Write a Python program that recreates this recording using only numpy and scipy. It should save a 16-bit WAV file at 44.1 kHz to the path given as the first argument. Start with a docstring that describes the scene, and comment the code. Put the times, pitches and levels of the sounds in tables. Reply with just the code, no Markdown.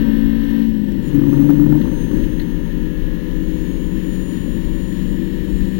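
"""Inside a stripped race car, one microphone in the cabin amid road boom, wind and an alternator whine.
A four-cylinder engine pulls hard, lifts for an upshift at about 0.65 s and pulls again in the taller gear,
while from about 1.1 to 1.8 s two wheels run over a ribbed kerb and loose trim then knocks a few times.
Engine, whine and ribs are sums of sines; road, wind and rattles are coloured noise.
A data logger samples at 16 kHz, holds each sample and writes only the left channel."""
import sys
import numpy as np
from scipy import signal
from scipy.fft import rfft, irfft, next_fast_len
from scipy.io import wavfile
from scipy.ndimage import map_coordinates

SR = 44100
rng = np.random.default_rng(int(sys.argv[2]) if len(sys.argv) > 2 else 0)


def ratio(d):
    """dB to gain"""
    e = np.asarray(d, float) / 20
    return 10 ** e


def master(y):
    """Save y as 16-bit WAV."""
    cut = np.clip(np.atleast_2d(y).T, -1, 1)
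    pcm = np.round(cut * 32767)  # scale
    wavfile.write(sys.argv[1], SR, pcm.astype(np.int16))


N = 255339  # samples in all

# All source levels are at the microphone, ahead of the 6 dB that the logger's input adds.
# belt-driven whine, which also tells engine speed: (time [s], pitch [Hz])
WHINE_PITCH = [(0.03, 8236), (0.3, 8241), (0.55, 8309), (0.64, 8371), (0.7, 8188), (0.77, 8000),
               (0.84, 7703), (0.9, 7595), (1, 7291), (1.05, 7030), (1.15, 6441), (1.19, 6212), (1.28, 6357),
               (1.55, 6376), (1.7, 6398), (2.3, 6503), (2.7, 6546), (3.5, 6718), (4.2, 6835), (5.4, 7046),
               (5.76, 7092)]
# engine load: (time [s], level [dB])
THROTTLE_LOAD = [(0, -2), (.63, -4.5), (.68, -13.5), (.9, -17), (1.05, -3), (1.15, -1.5), (1.8, -5),
                 (2.0, -2.5), (3, -1.5), (5.79, -4.5)]
# roughness of the road: (time [s], boom level [dB])
ROAD_ROUGHNESS = [(0, -22), (.3, -30.5), (.6, -27.5), (.7, -28.5), (1.1, -25.5), (1.2, -22), (1.8, -21),
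                  (2.1, -24.5), (2.18, -20), (2.3, -27), (2.8, -30.5), (3.8, -29), (5.79, -28.5)]
# engine bay and wind through the bulkhead: (frequency [Hz], relative level [dB])
BULKHEAD_COLOUR = [(500, -24.5), (700, -9), (850, -15.5), (930, -1.5), (1060, -8.5), (1250, -15.5),
                   (1600, -7.5), (1790, 6), (2000, -5.5), (2450, -10), (3000, -1.5), (3500, -8),
                   (4300, -10), (4800, -19), (5500, -15.5), (6800, -20), (7500, -27.5), (9000, -42.5),
                   (12000, -120)]


def seconds():
    """Time of each sample."""
    return np.arange(N) / SR


def unit(x):
    """Scaled to rms 1."""
    return x / np.sqrt(np.mean(x ** 2) + 1e-20)


def curves(rows):
    """One value per sample for each column after the time."""
    s, *cols = np.transpose(rows)
    return [np.interp(seconds(), s, c) for c in cols]


def wobble(rate, count=1):
    """Smooth random curves, rate knots a second."""
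    knots = rng.standard_normal((count, 400))
    return np.array([map_coordinates(k, [np.arange(N) * rate / SR], order=2) for k in knots])


def filtered(x, response):
    """x times a response of frequency."""
    m = next_fast_len(len(x) + 8192)
    return irfft(rfft(x, m) * response(np.fft.rfftfreq(m, 1 / SR)), m)[:len(x)]


def coloured(x, spectrum):
    """x through (frequency [Hz], level [dB]) points, at rms 1."""
    f, db = np.transpose(spectrum)
    return unit(filtered(x, lambda hz: ratio(np.interp(np.log(hz + 1), np.log(f + 1), db))))


def rush(spectrum):
    """Coloured noise of rms 1."""
    return coloured(rng.standard_normal(N), spectrum)


def tone(turns):
    """A sine of rms 1 from its phase in turns."""
    return np.sqrt(2) * np.sin(2 * np.pi * turns)


def engine_cycle():
    """Engine cycles a second and 0-1 for middle to high revs; the belt ratio shifts a little at high revs."""
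    whine_hz = curves(WHINE_PITCH)[0]
    high = np.clip((whine_hz - 7080) / 550, 0, 1)
    return whine_hz / (148.8 - high), high


def engine():
    """Orders of the four-stroke cycle, wavering as firings differ; a shut throttle dulls the high orders most."""
    # multiples of the engine cycle that sound
    multiples = [3, 4, 5, 6, 7, 8, 9, 10, 11, 12, 13, 14, 15, 16, 17, 18, 19, 20, 21, 22, 23, 24, 25, 26,
                 27, 28, 29, 31, 32, 33, 36, 38, 41, 50, 60]
    # one row per order: (level at high revs [dB], level at middle revs [dB])
    order_levels = [(-40.5, -44), (-20, -28), (-23, -38), (-49.5, -36.5), (-49, -34), (-36.5, -43.5),
                    (-46, -45.5), (-49, -46), (-70, -48), (-60, -50), (-64, -57.5), (-61, -67.5),
                    (-57, -72), (-58, -68), (-55, -73), (-50, -65), (-52, -70), (-58.5, -62.5), (-68, -63),
                    (-65, -58), (-55, -60), (-60, -58), (-66, -68), (-62, -68.5), (-61, -63), (-46, -68),
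                    (-56, -64), (-52, -66), (-50, -63.5), (-52, -66), (-69.5, -61), (-57, -60), (-73, -62),
                    (-58, -64), (-58.5, -64)]
    # how the cabin colours an order as it sweeps: (frequency [Hz], gain [dB])
    cabin_colour = [(150, -6.5), (176, -4), (192, 1), (300, 0), (350, 0.5), (395, 6), (413, 4),
                    (430, -16.5), (470, 1.5), (495, 5), (520, -5.5), (560, -0.5), (1100, -2.5), (1300, 0),
                    (1640, -2.5), (1700, 9), (1760, -9.5), (1805, 7), (1850, -5), (1900, 1)]
    cycle_hz, high = engine_cycle()
    turns = np.cumsum(cycle_hz) / SR
    load_db = curves(THROTTLE_LOAD)[0]
    count = len(multiples)
    size, drift, start = wobble(4.24, count=count), wobble(12, count=count), rng.random(count)
    out = 0
    for i, (k, (high_db, mid_db)) in enumerate(zip(multiples, order_levels)):
        db = mid_db + high * (high_db - mid_db)
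        db = db + min(k / 12, 1.3) * load_db + 1.6 * size[i]
        db = db + np.interp(k * cycle_hz, *np.transpose(cabin_colour))
        out = out + ratio(db) * tone(k * turns + start[i] + 0.0032 * k * drift[i])
    return out, turns


def valve_train(turns):
    """Clatter repeating every cycle: a comb of weak orders, whole crank turns strongest, through the bulkhead."""
    orders = range(14, 80)
    drift, start = wobble(10)[0], rng.random(len(orders))
    comb = 0
    for i, k in enumerate(orders):
        level_db = -2 * (k % 2) + rng.normal(0, 3)  # even orders are whole crank turns
        comb = comb + ratio(level_db) * tone(k * (turns + 0.0018 * drift) + start[i])
    clatter_db = -52 + curves(THROTTLE_LOAD)[0] + 7 * engine_cycle()[1]
    return ratio(clatter_db) * coloured(comb, BULKHEAD_COLOUR)


def alternator():
    """A thin whine that swells as it sweeps through the cabin's resonances."""
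    # pitches at which the cabin's response to the whine is given: (pitch [Hz])
    response_hz = [6212, 6360, 6400, 6446, 6530, 6550, 6645, 6758, 6805, 6825, 6925, 6950, 7046, 7070, 7290,
                   7700, 8250]
    # how loud the whine arrives at each of those pitches: (level [dB])
    response_db = [-73, -56, -65.5, -52.5, -61, -61.5, -65.5, -55.5, -58, -51, -57, -52, -61.5, -56.5, -72,
                   -70.5, -77]
    hz = curves(WHINE_PITCH)[0]
    level_db = np.interp(hz, response_hz, response_db) + 0.84 * wobble(29)[0]
    return ratio(level_db) * tone(np.cumsum(hz) / SR)


def bulkhead_buzz(turns):
    """Engine-bay and wind noise that follows the throttle and pulses with the crank and the cycle."""
    shift_end_s, climb_db_per_s = 2.6, 1  # growth with speed in the taller gear
    level_db = -42.5 + 3 * engine_cycle()[1]
    level_db = level_db + climb_db_per_s * np.maximum(seconds() - shift_end_s, 0)
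    level_db = level_db + 0.21 * curves(ROAD_ROUGHNESS)[0] + 0.23 * curves(THROTTLE_LOAD)[0]
    pulse = 1 + 0.023 * tone(2 * turns) + 0.027 * tone(turns)
    return ratio(level_db + 0.76 * wobble(14)[0]) * unit(pulse * rush(BULKHEAD_COLOUR))


def road():
    """Road noise booms in the body shell; a dash panel rattles out of proportion as the road shakes harder."""
    # road noise in the body shell: (frequency [Hz], relative level [dB])
    boom_colour = [(40, -59), (75, -15), (120, -5), (150, -9.5), (210, -1), (300, -1), (335, -3),
                   (365, -17.5), (430, -21), (500, -17.5), (570, -20.5), (650, -39), (1000, -67),
                   (1650, -120)]
    # dash panel that rattles on rough ground: (frequency [Hz], relative level [dB])
    panel_colour = [(600, -50), (870, -17), (925, -1), (990, -16), (1300, -25.5), (1720, -11.5),
                    (2100, -52)]
    boom_db = curves(ROAD_ROUGHNESS)[0]
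    boom = ratio(boom_db + 0.35 * wobble(18)[0]) * rush(boom_colour)
    panel = ratio(1.243 * boom_db - 21.0) * rush(panel_colour)
    return boom + panel


def body_hum():
    """A steady body resonance, wavering a little in level and phase."""
    waver = wobble(8.5, count=2)
    return ratio(-34.5 + 0.65 * waver[0]) * tone(165.05 * seconds() + 0.098 * waver[1])


def buffeting_and_tyres():
    """Wind throbs at the open window; tyre shake at multiples of the wheel turn swells and lulls with it."""
    # wind buffeting at the open window: (frequency [Hz], relative level [dB])
    throb_colour = [(4, -43.5), (10, -18.5), (20, -2), (30, 8.5), (42, 6.5), (52, -2.5), (65, -1), (80, -9),
                    (120, -11), (200, -72.5)]
    # swells or lulls: (time [s], change [dB], half length [s])
    gusts = [(0.238, 5, 0.18), (1.499, -15, 0.052), (2.213, 8.5, 0.098), (3.04, 3.5, 0.045),
             (3.455, 3.5, 0.31), (4.711, 3.5, 0.27), (5.557, 5.5, 0.12)]
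    # wheel turns a second: (time [s], rate [Hz])
    wheel_rate = [(0, 13), (1.1, 13.1), (2.55, 14), (4, 14.4), (5.79, 14.8)]
    # shake of the tyres: (multiple of the wheel turn [-], level [dB])
    wheel_orders = [(2, -29), (3, -39)]
    gust_db = 0.7 * wobble(3.11)[0]
    for s, db, half_s in gusts:
        gust_db = gust_db + db * np.exp(-((seconds() - s) / half_s) ** 2)
    out = ratio(-32 + gust_db) * rush(throb_colour)
    wheel_turns = np.cumsum(curves(wheel_rate)[0]) / SR
    for k, db in wheel_orders:
        size, drift = wobble(8.5, count=2)
        out = out + ratio(db + gust_db + 1.6 * size) * tone(k * wheel_turns + 0.06 * drift)
    return out


def kerb():
    """Ribs strike the tyres; jolts ring the floor pan, and the overloaded input adds a short crackle to each."""
    # heavier blows on the suspension: (time [s], strength [dB])
    jolts = [(1.143, -9), (1.17, -9), (1.189, -8), (1.214, -6), (1.233, -6), (1.266, -6), (1.326, -4),
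             (1.336, -5.5), (1.369, -6), (1.4, -8), (1.416, -7), (1.441, -6), (1.488, -3), (1.501, -3.5),
             (1.525, -10), (1.548, -6.5), (1.565, -9), (1.593, -3), (1.62, -8), (1.635, -9), (1.657, -6),
             (1.697, -9), (1.719, -5), (1.75, -9), (1.773, -6), (1.81, -8), (1.85, -6), (1.869, -6),
             (1.911, -8), (2.111, -6), (2.13, -9), (2.18, -8)]
    # colour of the overload crackle: (frequency [Hz], relative level [dB])
    crackle_colour = [(500, -35), (750, -4), (1150, 0), (1500, -7), (2200, -35)]
    on_s, off_s, rise_s, fall_s = 1.14, 1.775, 0.21, 0.06  # the wheels climb on and drop off
    ribs_hz, gain_hz_per_s = 142.5, 9  # ribs a second at first, and as the car gains speed
    rib_db, grows_db_per_s, octave_db = -25, 9, -21
    fade_db = 27.5  # over one rise or fall time
    since = seconds() - on_s
    on = np.clip(since, 0, off_s - on_s)
    before, after = np.maximum(-since, 0), np.maximum(since, 0) - on
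    edge_db = -fade_db * (before / rise_s + after / fall_s)
    octave_edge_db = np.where(since < 0, 1.5, .2) * edge_db  # enters more steeply, lingers longer
    uneven = wobble(45.4, count=4)
    turns = np.cumsum(ribs_hz + gain_hz_per_s * on + 1.316 * wobble(8.09)[0]) / SR
    ribs_db = rib_db + grows_db_per_s * on + edge_db + 1.8 * uneven[0]
    out = ratio(ribs_db) * tone(turns + 0.025 * uneven[1])
    out += ratio(octave_db + octave_edge_db + 2.2 * uneven[2]) * tone(2 * turns + 0.055 * uneven[3])
    t = np.arange(SR // 10) / SR
    for (s, db), pan_hz in zip(jolts, rng.normal(292, 9, len(jolts))):
        first = round(s * SR)
        lead = 2 * turns[first]  # in step with the ribs
        shape = ratio(-60 * t / 0.05) * (1 - np.exp(-t / 0.0046)) ** 2
        out[first:][:len(t)] += ratio(db) * shape * tone(pan_hz * t + lead)
        # crackle of the overloaded input at the peak of the blow, 6 ms in, growing faster than its strength
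        puff = rng.standard_normal(len(t)) * np.exp(-((t - 0.006) / 0.003) ** 2)
        crackle = coloured(puff, crackle_colour)
        out[first:][:len(t)] += ratio(2 * db - 23) * crackle / np.abs(crackle).max()
    return out


def knocks():
    """Short rattles of loose trim: noise bursts with a fast rise and a decay of 60 dB in 45 ms."""
    # trim knocks: (time [s], peak level [dB])
    trim_knocks = [(1.813, -34), (2.235, -36), (2.394, -31), (2.414, -36)]
    # ring of the loose trim: (frequency [Hz], relative level [dB])
    trim_colour = [(900, -50), (1500, -6.5), (1800, 4), (2300, -12), (3000, -6), (4300, -5), (4900, -28),
                   (7000, -45)]
    out, t = np.zeros(N), np.arange(SR // 10) / SR
    for s, db in trim_knocks:
        shape = ratio(-60 * t / 0.045) * (1 - np.exp(-t / 0.003))
        burst = coloured(rng.standard_normal(len(t)) * shape, trim_colour)
        out[round(s * SR):][:len(t)] += ratio(db) * burst / np.abs(burst).max()
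    return out


def scene():
    """All sources meet at the one microphone, fed alike to two channels."""
    orders, turns = engine()
    sound = orders + valve_train(turns) + alternator()
    sound = sound + bulkhead_buzz(turns) + road() + body_hum() + buffeting_and_tyres()
    sound = sound + kerb() + knocks()
    return np.array([sound, sound])


def roll_off(x):
    """The treble ends steeply here."""
    return signal.sosfilt(signal.butter(12, 16410, fs=SR, output="sos"), x)


def record(dry):
    """Sampling without a filter folds the whine at 8 kHz; held samples mirror the whole sound below 16 kHz."""
    hold, block_size, first = 3, 1000, 254  # in samples at 48 kHz
    wide = signal.resample_poly(dry.sum(0), 160, 147)  # to 48 kHz; two equal channels add 6 dB
    top = 1.01  # the input overloads at full scale
    limited = wide / (1 + np.abs(wide / top) ** 14) ** (1 / 14)
    logged = limited[::hold]
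    # each output block restarts on a whole logged sample, so the hold slips and ticks 48 times a second
    block, place = np.divmod(np.arange(len(wide)) - first, block_size)
    ideal = (np.arange(-1, block.max() + 1) * block_size + first) / hold
    start = np.round(ideal + rng.uniform(-.6, .6, block.max() + 2)).astype(int)
    held = logged[np.clip(start[block + 1] + place // hold, 0, len(logged) - 1)]
    left = signal.resample_poly(held, 147, 160)[:N]
    left = filtered(left, lambda hz: hz < 15830)
    mix = np.array([left, 0 * left])  # the right channel stays silent
    return roll_off(mix)


dry = scene()
out = record(dry)
master(out)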